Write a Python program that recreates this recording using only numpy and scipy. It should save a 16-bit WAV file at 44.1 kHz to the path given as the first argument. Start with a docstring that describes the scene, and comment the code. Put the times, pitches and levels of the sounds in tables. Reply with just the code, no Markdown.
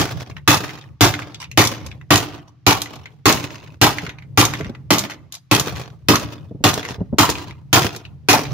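"""Hammer blows on a plastic pump

A hammer smashes the plastic housing of a motor-driven pump in a concrete yard, about two blows a second.
Damped modes sound the hollow base, shell and steel; shaped noise makes the cracks, clashes, rattle and scrapes.
The assembly rocks back, loose parts clack, broken edges snap and scrape, and the base thuds as it shifts.
Walls return a diffuse tail over faint air and rumble; noise suppression and a peak limiter finish the sound."""
import sys
import numpy as np
from scipy import signal
from scipy.fft import rfft, irfft, next_fast_len
from scipy.io import wavfile
from scipy.ndimage import uniform_filter1d, minimum_filter1d, map_coordinates

SR = 44100
rng = np.random.default_rng(int(sys.argv[2]) if len(sys.argv) > 2 else 0)


def dump(signal):
    """Clip the signal to [-1, 1] and save it as 16-bit WAV at the path in sys.argv[1]."""
    limited = np.clip(np.atleast_2d(signal).T, -1, 1)
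    pcm = np.round(limited * 32767).astype(np.int16)
    wavfile.write(sys.argv[1], SR, pcm)


N = 376173  # samples in the scene
T = np.arange(int(.7 * SR)) / SR  # seconds within one sound event


def amp(db):
    """Logarithmic level: decibels to amplitude gain."""
    return 10 ** (np.asarray(db) / 20)


def unit(x):
    """Power normalisation: scale to rms 1."""
    return x / np.sqrt(np.mean(x ** 2) + 1e-20)


def along(points, hz):
    """Logarithmic frequency scale: interpolate (Hz, value) points along it."""
    f, v = np.transpose(points)
    return np.interp(np.log(hz + 1), np.log(f + 1), v)


def fade(t60, t=T):
    """Exponential damping: 60 dB down after t60 seconds."""
    return np.exp(-np.log(1000) * t / t60)


def swell(rise):
    """Exponential build-up with a time constant of rise seconds."""
    return 1 - np.exp(-T / rise)


def wobble(rate, n):
    """Slow random modulation: a smooth curve through rate random knots a second."""
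    knots = rng.standard_normal(int(n * rate / SR) + 4)
    return map_coordinates(knots, [np.arange(n) * rate / SR])


def add(track, s, sound):
    """Superposition: mix a sound into a stereo track at s seconds, cropped to the scene."""
    i = round(s * SR)
    a, b = np.clip([i, i + sound.shape[-1]], 0, N)
    track[:, a:b] += sound[..., a - i:b - i]


def noise(spectrum, alike, n=len(T), ripple_db=0, width_hz=100):
    """Spectral shaping: stereo noise of rms 1, its ripple standing for the resonances a contact excites."""
    m = next_fast_len(n)
    hz = np.fft.rfftfreq(m, 1 / SR)
    # sharing the power between mid and side sets the left-right correlation
    turn = np.arccos(np.clip(along(alike, hz), -1, 1)) / 2
    ripple = np.interp(hz / width_hz, np.arange(2048), rng.standard_normal(2048))
    gain = amp(along(spectrum, hz) + ripple_db * ripple)
    white = rfft(rng.standard_normal((2, m)))
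    mid, side = irfft(white * gain * [np.cos(turn), np.sin(turn)], m)[:, :n]
    return unit(np.array([mid + side, mid - side]))


def ring(modes, scatter_db, detune, spread):
    """Modal superposition: damped sines, spread radians between channels, rms 1 over the first 70 ms."""
    x = np.zeros((2, len(T)))
    for hz, db, t60 in modes:
        phase = 2 * np.pi * (hz * (1 + detune * rng.normal()) * T + rng.random())
        strength = amp(db + scatter_db * rng.normal())
        offset = spread * rng.choice([-1, 1]) * np.array([[.5], [-.5]])
        x += strength * fade(t60) * np.sin(phase + offset)
    return x / np.sqrt(np.mean(x[:, T < .07] ** 2))


def chatter(rate, t60, spread_db, bed):
    """Shot process: an rms 1 envelope of random tiny contacts, rate a second, over a smooth bed."""
    struck = rng.random(len(T)) < rate / SR
    contacts = struck * amp(spread_db * rng.standard_normal(len(T))) ** 2
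    power = np.abs(signal.fftconvolve(contacts, fade(t60) ** 2)[:len(T)])
    return unit(np.sqrt(power / (power.mean() + 1e-12) + bed))


def crunch(hold, t60):
    """Sustained contact: hardest at first touch, held for about hold seconds, then damped."""
    contact = 1 + 1.1 * fade(.04)
    return contact * swell(0.00051) / np.sqrt(1 + fade(t60, hold - T) ** 2)


# Hammer blows. Each row: start in seconds, then relative levels in dB of the strike, base boom, pump shell
# and rebound knock, knock pitch in Hz, relative rattle level in dB, settling time in seconds.
BLOWS = [(-0.04, -20.5, -28.5, -15.5, -23, 588, -33.5, 0.4),
         (0.4763, -16.5, -19, -19, -7.5, 830, -30.5, 0.38),
         (1.008, -16, -13, -13.5, -12.5, 784, -36.5, 0.37), (1.5742, -16, -17, -17.5, -13, 980, -32.5, .36),
         (2.1053, -17.5, -17, -14.5, -23.5, 950, -33, 0.29), (2.665, -17, -18, -16.5, -7.5, 880, -36, 0.54),
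         (3.2556, -19, -22.5, -16.5, -13, 1064, -28, 0.47),
         (3.814, -17, -17.5, -14.5, -5.5, 915, -33, 0.27),
         (4.3743, -16.2, -15, -16.5, -6, 930, -36.5, 0.38),
         (4.905, -21.5, -29.5, -19, -27.5, 954, -35.5, 0.23),
         (5.5122, -20.5, -22.5, -17, -22, 1090, -28, .42), (6.0851, -20, -19, -13, -4.5, 1090, -36, 0.4),
         (6.639, -20, -23, -19, -18, 1320, -31, 0.35), (7.184, -18.5, -23.5, -17.5, -3.5, 1010, -30, 0.34),
         (7.7289, -17.5, -18.5, -20.5, -8, 975, -26.5, .24),
         (8.286, -16.5, -26, -17.5, 0.5, 793, -31, 0.32)]
# Modes of the hollow plastic base, of the pump shell, and of the steel frame, shaft and hose clamp.
# Each row: nominal frequency in Hz, relative level in dB, t60 in seconds.
BASE_MODES = [(61.5, -21, 0.33), (96.6, -7, 0.34), (112.8, -0.5, 0.24), (146.2, -11, 0.39)]
SHELL_MODES = [(169.2, -13.5, 0.29), (199.8, -10.5, 0.21), (235.5, -10.5, .24), (291.5, 0.5, 0.18),
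               (320.8, -5, 0.19), (352.7, -7, 0.16), (387, -13, 0.25), (439, -12.5, 0.18)]
STEEL_MODES = [(798, -3, .22), (888, -3, .2), (1044, -1, .22), (1182, 0, .22), (1980, -8, .3),
               (2510, -6, .2), (2656, -5, .2), (2828, -6, .22), (4258, -10, .2), (4496, -8, .2),
               (5071, -12, .2), (5950, -12, .18), (6691, -14, .18), (9366, -16, .18), (10549, -18, .18),
               (11222, -17, .18), (12893, -19, .18), (15004, -13, .18)]
# Spectra of the clashing parts and of cracking plastic. Each row: frequency in Hz, relative dB per Hz.
CLANG = [(40, -53), (150, -27.5), (350, -5), (550, -10), (750, -2), (900, -5), (1150, -2), (1500, -8.5),
         (2200, -25.5), (5000, -48)]
CRACK = [(100, -45), (500, -23), (1300, -8), (1900, 0), (2700, 0), (3500, -1.5), (6200, -3.5), (7200, -6),
         (8000, -13.5), (12000, -13), (13900, -16), (14700, -4.5), (15600, -22)]
# Left-right likeness of sounds close by. 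Each row: frequency in Hz, correlation from 0 to 1.
NEAR = [(60, .88), (300, .92), (650, .82), (1100, .5), (2000, .36), (3500, .36), (7000, .2), (15000, .05)]
CLANG_DB, CRACK_DB, STEEL_DB = 5.5, 9, -4.5  # dB added to the strike's level for each part


def hammer():
    """Impact excitation: a sharp contact and dense crunch, while hollow parts boom and steel rings."""
    out = np.zeros((2, N))
    for s, db, base_db, shell_db, *_ in BLOWS:
        boom = ring(BASE_MODES, scatter_db=1.5, detune=.012, spread=.45)
        shell = ring(SHELL_MODES, scatter_db=1.5, detune=.008, spread=.45)
        steel = ring(STEEL_MODES, scatter_db=3, detune=.002, spread=1.3)
        clang = noise(CLANG, NEAR, ripple_db=3, width_hz=55)
        crack = noise(CRACK, NEAR, ripple_db=3.5, width_hz=80)
        add(out, s, amp(base_db + 3) * swell(0.006) * boom)
        add(out, s, amp(shell_db + 4) * swell(0.0078) * shell)
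        clashes = chatter(rate=240, t60=0.076, spread_db=3.5, bed=0.77)
        add(out, s, amp(db + CLANG_DB) * crunch(hold=0.038, t60=0.19) * clashes * clang)
        splinters = chatter(rate=300, t60=.018, spread_db=3, bed=.8)
        add(out, s, amp(db + CRACK_DB) * crunch(hold=0.031, t60=0.19) * splinters * crack)
        add(out, s, amp(db + STEEL_DB) * swell(0.00092) * steel)
    return out


# Spectra of the shudder and of the ticking parts. Each row: frequency in Hz, relative dB per Hz.
RATTLE = [(30, -25.5), (60, -7), (110, 14), (200, 5.5), (300, 6), (550, 3), (1100, 1.5), (1500, -5),
          (2000, -6), (3000, -5.5), (6300, -10), (8000, -18.5), (13900, -18.5), (15000, -15)]
TICK = [(200, -36.5), (800, -13.5), (1400, -2.5), (2000, -5), (2700, -4.5), (4000, -9), (6300, -10),
        (8000, -24.5), (13900, -22.5), (15000, -24)]
# Left-right likeness of widely spread sounds. Each row: frequency in Hz, correlation from 0 to 1.
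FAR = [(30, 0.52), (90, .6), (300, 0.83), (700, 0.47), (1400, 0.33), (3000, 0.26), (8000, 0)]


def rattle():
    """Random repeated contact: after each blow the motor shudders to rest as its loose parts tick."""
    out = np.zeros((2, N))
    for s, *_, db, settling in BLOWS:
        settle = swell(.02) * fade(1.0) / (1 + (T / settling) ** 8)
        shudder = chatter(rate=70, t60=.055, spread_db=3.5, bed=.55)
        shudder = shudder * noise(RATTLE, FAR, ripple_db=3.5, width_hz=70)
        ticks = chatter(rate=55, t60=0.023, spread_db=2.5, bed=0)
        ticks = ticks * noise(TICK, NEAR, ripple_db=5, width_hz=150)
        rocking = unit(amp(2.5 * wobble(35, len(T))))
        add(out, s, amp(db + 11.5) * settle * rocking * (shudder + amp(-8) * ticks))
    return out


# Decay of the yard's tail. Each row: frequency in Hz, t60 in seconds.
YARD = [(80, 0.94), (300, 0.84), (1000, 0.75), (3000, 0.65), (7000, 0.56), (15000, 0.54)]


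def yard(x):
    """Diffuse reverberation: walls return a dense tail, the treble dying first."""
    diffuse = noise([(100, 1), (5000, -1.2), (9000, -1.6)], FAR)
    hz, t, z = signal.stft(diffuse, SR, nperseg=256)
    decaying = z * fade(along(YARD, hz)[:, None], t)
    tail = signal.istft(decaying, SR, nperseg=256)[1][:, :len(T)] * swell(0.019)
    return signal.fftconvolve(x.mean(0)[None], tail / np.linalg.norm(tail[0]), axes=1)[:, :N]


# Spectra of outdoor air and of the low rumble. Each row: frequency in Hz, relative dB per Hz.
AIR = [(25, -20.5), (60, -8.5), (140, 8), (200, -34), (400, -24.5), (1000, -12), (2500, -15.5), (6000, -21),
       (9000, -42), (15000, -43)]
RUMBLE = [(25, -23.5), (45, -27), (70, -3.5), (110, -1), (142, 2.5), (190, -14), (300, -26.5), (600, -31),
          (1500, -52.5)]
# Course of the rumble. Each row: time in seconds, level in dB before its random wobble.
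RUMBLE_DB = [(0.0, -32.5), (0.81, -47.5), (2.33, -37.5), (2.47, -53.5), (4.68, -36.5), (5.53, -58),
             (5.65, -41), (7.43, -36), (8.2, -42.5), (8.53, -32)]


def background():
    """Stationary and modulated noise: faint outdoor air and an uneven low rumble."""
    level_db = np.interp(np.arange(N) / SR, *np.transpose(RUMBLE_DB))
    rumble = amp(level_db + 4.7 * wobble(12, N)) * noise(RUMBLE, FAR, N)
    return rumble + amp(-58) * noise(AIR, FAR, N)


# rocking back onto the frame: first flight in seconds, ratio of the next to it, loss in dB per landing
REBOUND_S, REBOUND_SHRINK, REBOUND_LOSS_DB = .048, .65, 13.5


def knocks():
    """Inelastic rebound: the assembly lands twice, sooner and softer the second time, with a hollow ring."""
    out = np.zeros((2, N))
    for s, _, _, _, db, hz, *_ in BLOWS:
        band = [(hz / 4, -35), (hz / 1.2, -12), (hz, 0), (hz * 1.3, -12), (hz * 4, -35)]
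        for k in range(2):
            s += REBOUND_S * REBOUND_SHRINK ** k
            knock = swell(0.0022) * fade(0.11) * noise(band, NEAR)
            add(out, s, amp(db - REBOUND_LOSS_DB * k) * knock / np.abs(knock).max())
    return out


# Spectrum of a tap's bright edge. Each row: frequency in Hz, relative dB per Hz.
EDGE = [(1500, -55), (3500, 2.5), (4500, 3.5), (6600, 11), (8000, -2), (11500, -0.5), (13900, 0.5),
        (15000, -17.5)]


def tap(hz, body_db, edge_db):
    """Brief hard impact: a body around hz under a bright edge, then a faint ring of the parts around it."""
    band = [(hz / 6, -30), (hz / 2.5, -12), (hz / 1.2, -5), (hz, 0),
            (hz * 1.3, -6), (hz * 2, -12), (hz * 4, -32), (hz * 6, -50)]
    body = noise(band, NEAR, ripple_db=4, width_hz=150)
    edge = noise(EDGE, NEAR, ripple_db=4, width_hz=200)
    decay = fade(0.024) + 0.23 * fade(0.17)
    return swell(.0002) * decay * (amp(body_db) * body + amp(edge_db) * edge)


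# Loose metal parts landing. Each row: start in seconds, relative level in dB, nominal pitch in Hz.
CLACKS = [(0.3117, -42.5, 2280), (0.3666, -34, 1890), (0.6389, -30, 1710), (0.6916, -31.5, 1960),
          (0.8115, -40, 3500), (1.1388, -22, 2093), (1.1912, -27.5, 1380), (1.221, -33, 2200),
          (1.3448, -32.5, 3420), (1.4268, -32.5, 1980), (1.442, -35, 2510), (1.514, -37, 2560),
          (1.9145, -36.5, 2290), (2.0128, -42.5, 1890), (2.858, -32.5, 1990), (3.057, -34.5, 2080),
          (3.984, -23.5, 2020), (4.0648, -27.5, 1980), (4.0928, -28.5, 1970), (4.185, -39, 2100),
          (4.2228, -42.5, 2180), (4.5366, -21, 1920), (4.6086, -30.5, 1994), (4.6458, -32.5, 1940),
          (4.7496, -39, 1960), (5.0517, -30.5, 1980), (5.0977, -30, 1455), (5.118, -33, 2020),
          (5.7667, -36, 1920), (6.154, -15.5, 1450), (6.829, -29, 1990), (6.8505, -26.5, 2010),
          (7.3537, -29.5, 2480), (7.5086, -37, 2300), (8.0516, -37, 2620), (8.452, -30.5, 2400)]
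# relative dB of each clack's body, bright edge, ring and bounce
CLACK_DB, CLACK_EDGE_DB, CLACK_RING_DB, CLACK_BOUNCE_DB = 4, -8, -13, -11


def clacks():
    """Impact and free vibration: a loose part clacks, rings briefly at its own pitch and bounces once."""
    out = np.zeros((2, N))
    for s, db, hz in CLACKS:
        modes = [(hz, 0, .028), (hz * 1.06, -5, .04), (hz * .72, -7, .022)]
        part = ring(modes, scatter_db=1.5, detune=.01, spread=1)
        part *= amp(CLACK_RING_DB) * swell(.0004)
        bounce_s = rng.uniform(.006, .016)
        add(out, s, amp(db) * (tap(hz, CLACK_DB, CLACK_EDGE_DB) + part))
        bounce = tap(hz, CLACK_DB, CLACK_EDGE_DB) + part
        add(out, s + bounce_s, amp(db + CLACK_BOUNCE_DB) * bounce)
    return out


# Cracked plastic snapping. Each row: start in seconds, relative level in dB.
SNAPS = [(0.5714, -21.5), (1.514, -34.5), (1.651, -15.5), (1.672, -13), (1.8638, -31), (2.157, -11),
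         (2.1705, -19), (2.1765, -14), (2.818, -17), (2.9564, -36.5), (3.325, -13), (4.452, -12),
         (4.9831, -13.5), (4.9917, -14), (5.3229, -27), (5.341, -30.5), (5.351, -29.5), (5.597, -11.5),
         (6.157, -13), (6.1964, -28), (6.74, -19), (7.2995, -13.5), (7.9625, -27.5)]
# the broken edge's own pitch in Hz, its relative level in dB, and that of the bright burst over it
SNAP_BODY_HZ, SNAP_BODY_DB, SNAP_EDGE_DB = 3870, -4, 0


def snaps():
    """Elastic release: the cracked housing springs back with bright, dry snaps."""
    out = np.zeros((2, N))
    for s, db in SNAPS:
        add(out, s, amp(db) * tap(SNAP_BODY_HZ, SNAP_BODY_DB, SNAP_EDGE_DB))
    return out


# Short scrapes of broken plastic. Each row: start in seconds, stroke length in seconds, relative level in dB.
SCRAPES = [(1.4, 0.022, -29), (2.476, .006, -43.5), (5.099, 0.018, -33), (5.331, 0.02, -34),
           (6.879, 0.021, -27.5)]
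# Spectrum of a scrape. Each row: frequency in Hz, relative dB per Hz.
SCRAPE = [(80, -49.5), (300, -17), (600, -7.5), (900, 7.5), (1300, -6.5), (3000, -3.5), (4500, -4),
          (6500, -5.5), (8000, -14.5), (12000, -18), (15000, -20)]


def scrapes():
    """Stick-slip friction: broken edges slide over each other in a quick run of random slips."""
    out = np.zeros((2, N))
    for s, length, db in SCRAPES:
        stroke = swell(0.001) / np.sqrt(1 + fade(0.1, length - T) ** 2)
        slips = chatter(rate=520, t60=0.015, spread_db=6.5, bed=0.35)
        add(out, s, amp(db) * stroke * slips * noise(SCRAPE, NEAR, ripple_db=5.0))
    return out


# Dull thuds as the base shifts. Each row: start in seconds, peak of the bump in dB, nominal pitch in Hz.
THUDS = [(4.029, -20, 169), (4.076, -23, 102), (4.602, -15.5, 289), (4.655, -17, 130), (4.693, -18.5, 230),
         (6.509, -22.5, 196), (6.546, -23, 120), (6.605, -24, 160), (6.903, -21, 119.5),
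         (6.982, -19.5, 103), (7.006, -12.5, 177), (7.127, -8, 150)]
# Spectrum of the base rubbing on concrete. Each row: frequency in Hz, relative dB per Hz.
SCUFF = [(80, -12), (200, 3.5), (450, 2.5), (800, -10), (1400, -28.5), (2500, -46.5), (5000, -80)]
SCUFF_DB = -8  # dB relative to the bump's peak, before the scuff's envelope


def thuds():
    """Heavily damped impact: soft bumps of the base, each with a dull scuff on the concrete."""
    out = np.zeros((2, N))
    for s, db, hz in THUDS:
        modes = [(hz * .6, -5, .07), (hz, 0, .06), (hz * 1.5, -3, .05),
                 (hz * 2.3, -7, .04), (hz * 3.5, -13, .035), (hz * 5.3, -22, .03)]
        bump = swell(.006) * ring(modes, scatter_db=2, detune=.03, spread=.45)
        scuff = swell(.006) * fade(0.077) * noise(SCUFF, NEAR, ripple_db=1.5)
        add(out, s, amp(db) * (bump / np.abs(bump).max() + amp(SCUFF_DB) * scuff))
    return out


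def filtered(x, response):
    """Linear filtering: multiply the spectrum of x by a response of frequency."""
    m = next_fast_len(N + SR // 2)
    return irfft(rfft(x, m) * response(np.fft.rfftfreq(m, 1 / SR)), m)[..., :N]


# Shading of the left microphone, mostly in the treble. Each row: frequency in Hz, gain in dB.
LEFT = [(100, -.3), (4000, -.4), (9000, -1.7), (15000, -2.5)]


def scene():
    """Interaural-style cues: the motor lies a little to the right, so the left hears it later and duller."""
    left, right = hammer() + knocks() + clacks() + snaps() + scrapes() + thuds()
    direct = np.array([np.pad(left, (3, 0))[:N], right])  # left delayed by 3 samples
    left, right = direct + amp(-21) * yard(direct) + rattle() + background()
    return np.array([filtered(left, lambda hz: amp(along(LEFT, hz))), right])


def suppress(x, threshold_db, depth_db):
    """Spectral gating: whatever sinks near the threshold is turned down further, less so in the bass."""
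    hz, _, z = signal.stft(x, SR, nperseg=512)
    power = np.mean(np.abs(z) ** 2, 0)
    power = uniform_filter1d(uniform_filter1d(power, size=3, axis=0), size=3, axis=1)
    power = np.abs(power)
    threshold = amp(threshold_db) ** 2 * hz ** 2 / (hz ** 2 + 500 ** 2)
    gain = np.maximum(power / (power + threshold[:, None] + 1e-20), amp(depth_db))
    return signal.istft(z * gain, SR, nperseg=512)[1][:, :N]


TOP_HZ = 15750  # upper band limit


def record(dry):
    """Dynamic range control: bass cut, noise suppression, fast limiter, clipping, then the band limit."""
    x = signal.sosfilt(signal.butter(4, 54, "highpass", fs=SR, output="sos"), dry)
    x = suppress(x, threshold_db=-72.5, depth_db=-9.0)
    needed = np.minimum(1, 1.1 / (np.abs(x).max(0) + 1e-9))
    gain = uniform_filter1d(minimum_filter1d(needed, size=50), size=36)
    held = np.clip(x * gain, -.97, .97)
    return filtered(held, lambda hz: 1 / (1 + (hz / TOP_HZ) ** 160))


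dry = scene()
out = record(dry)
dump(out)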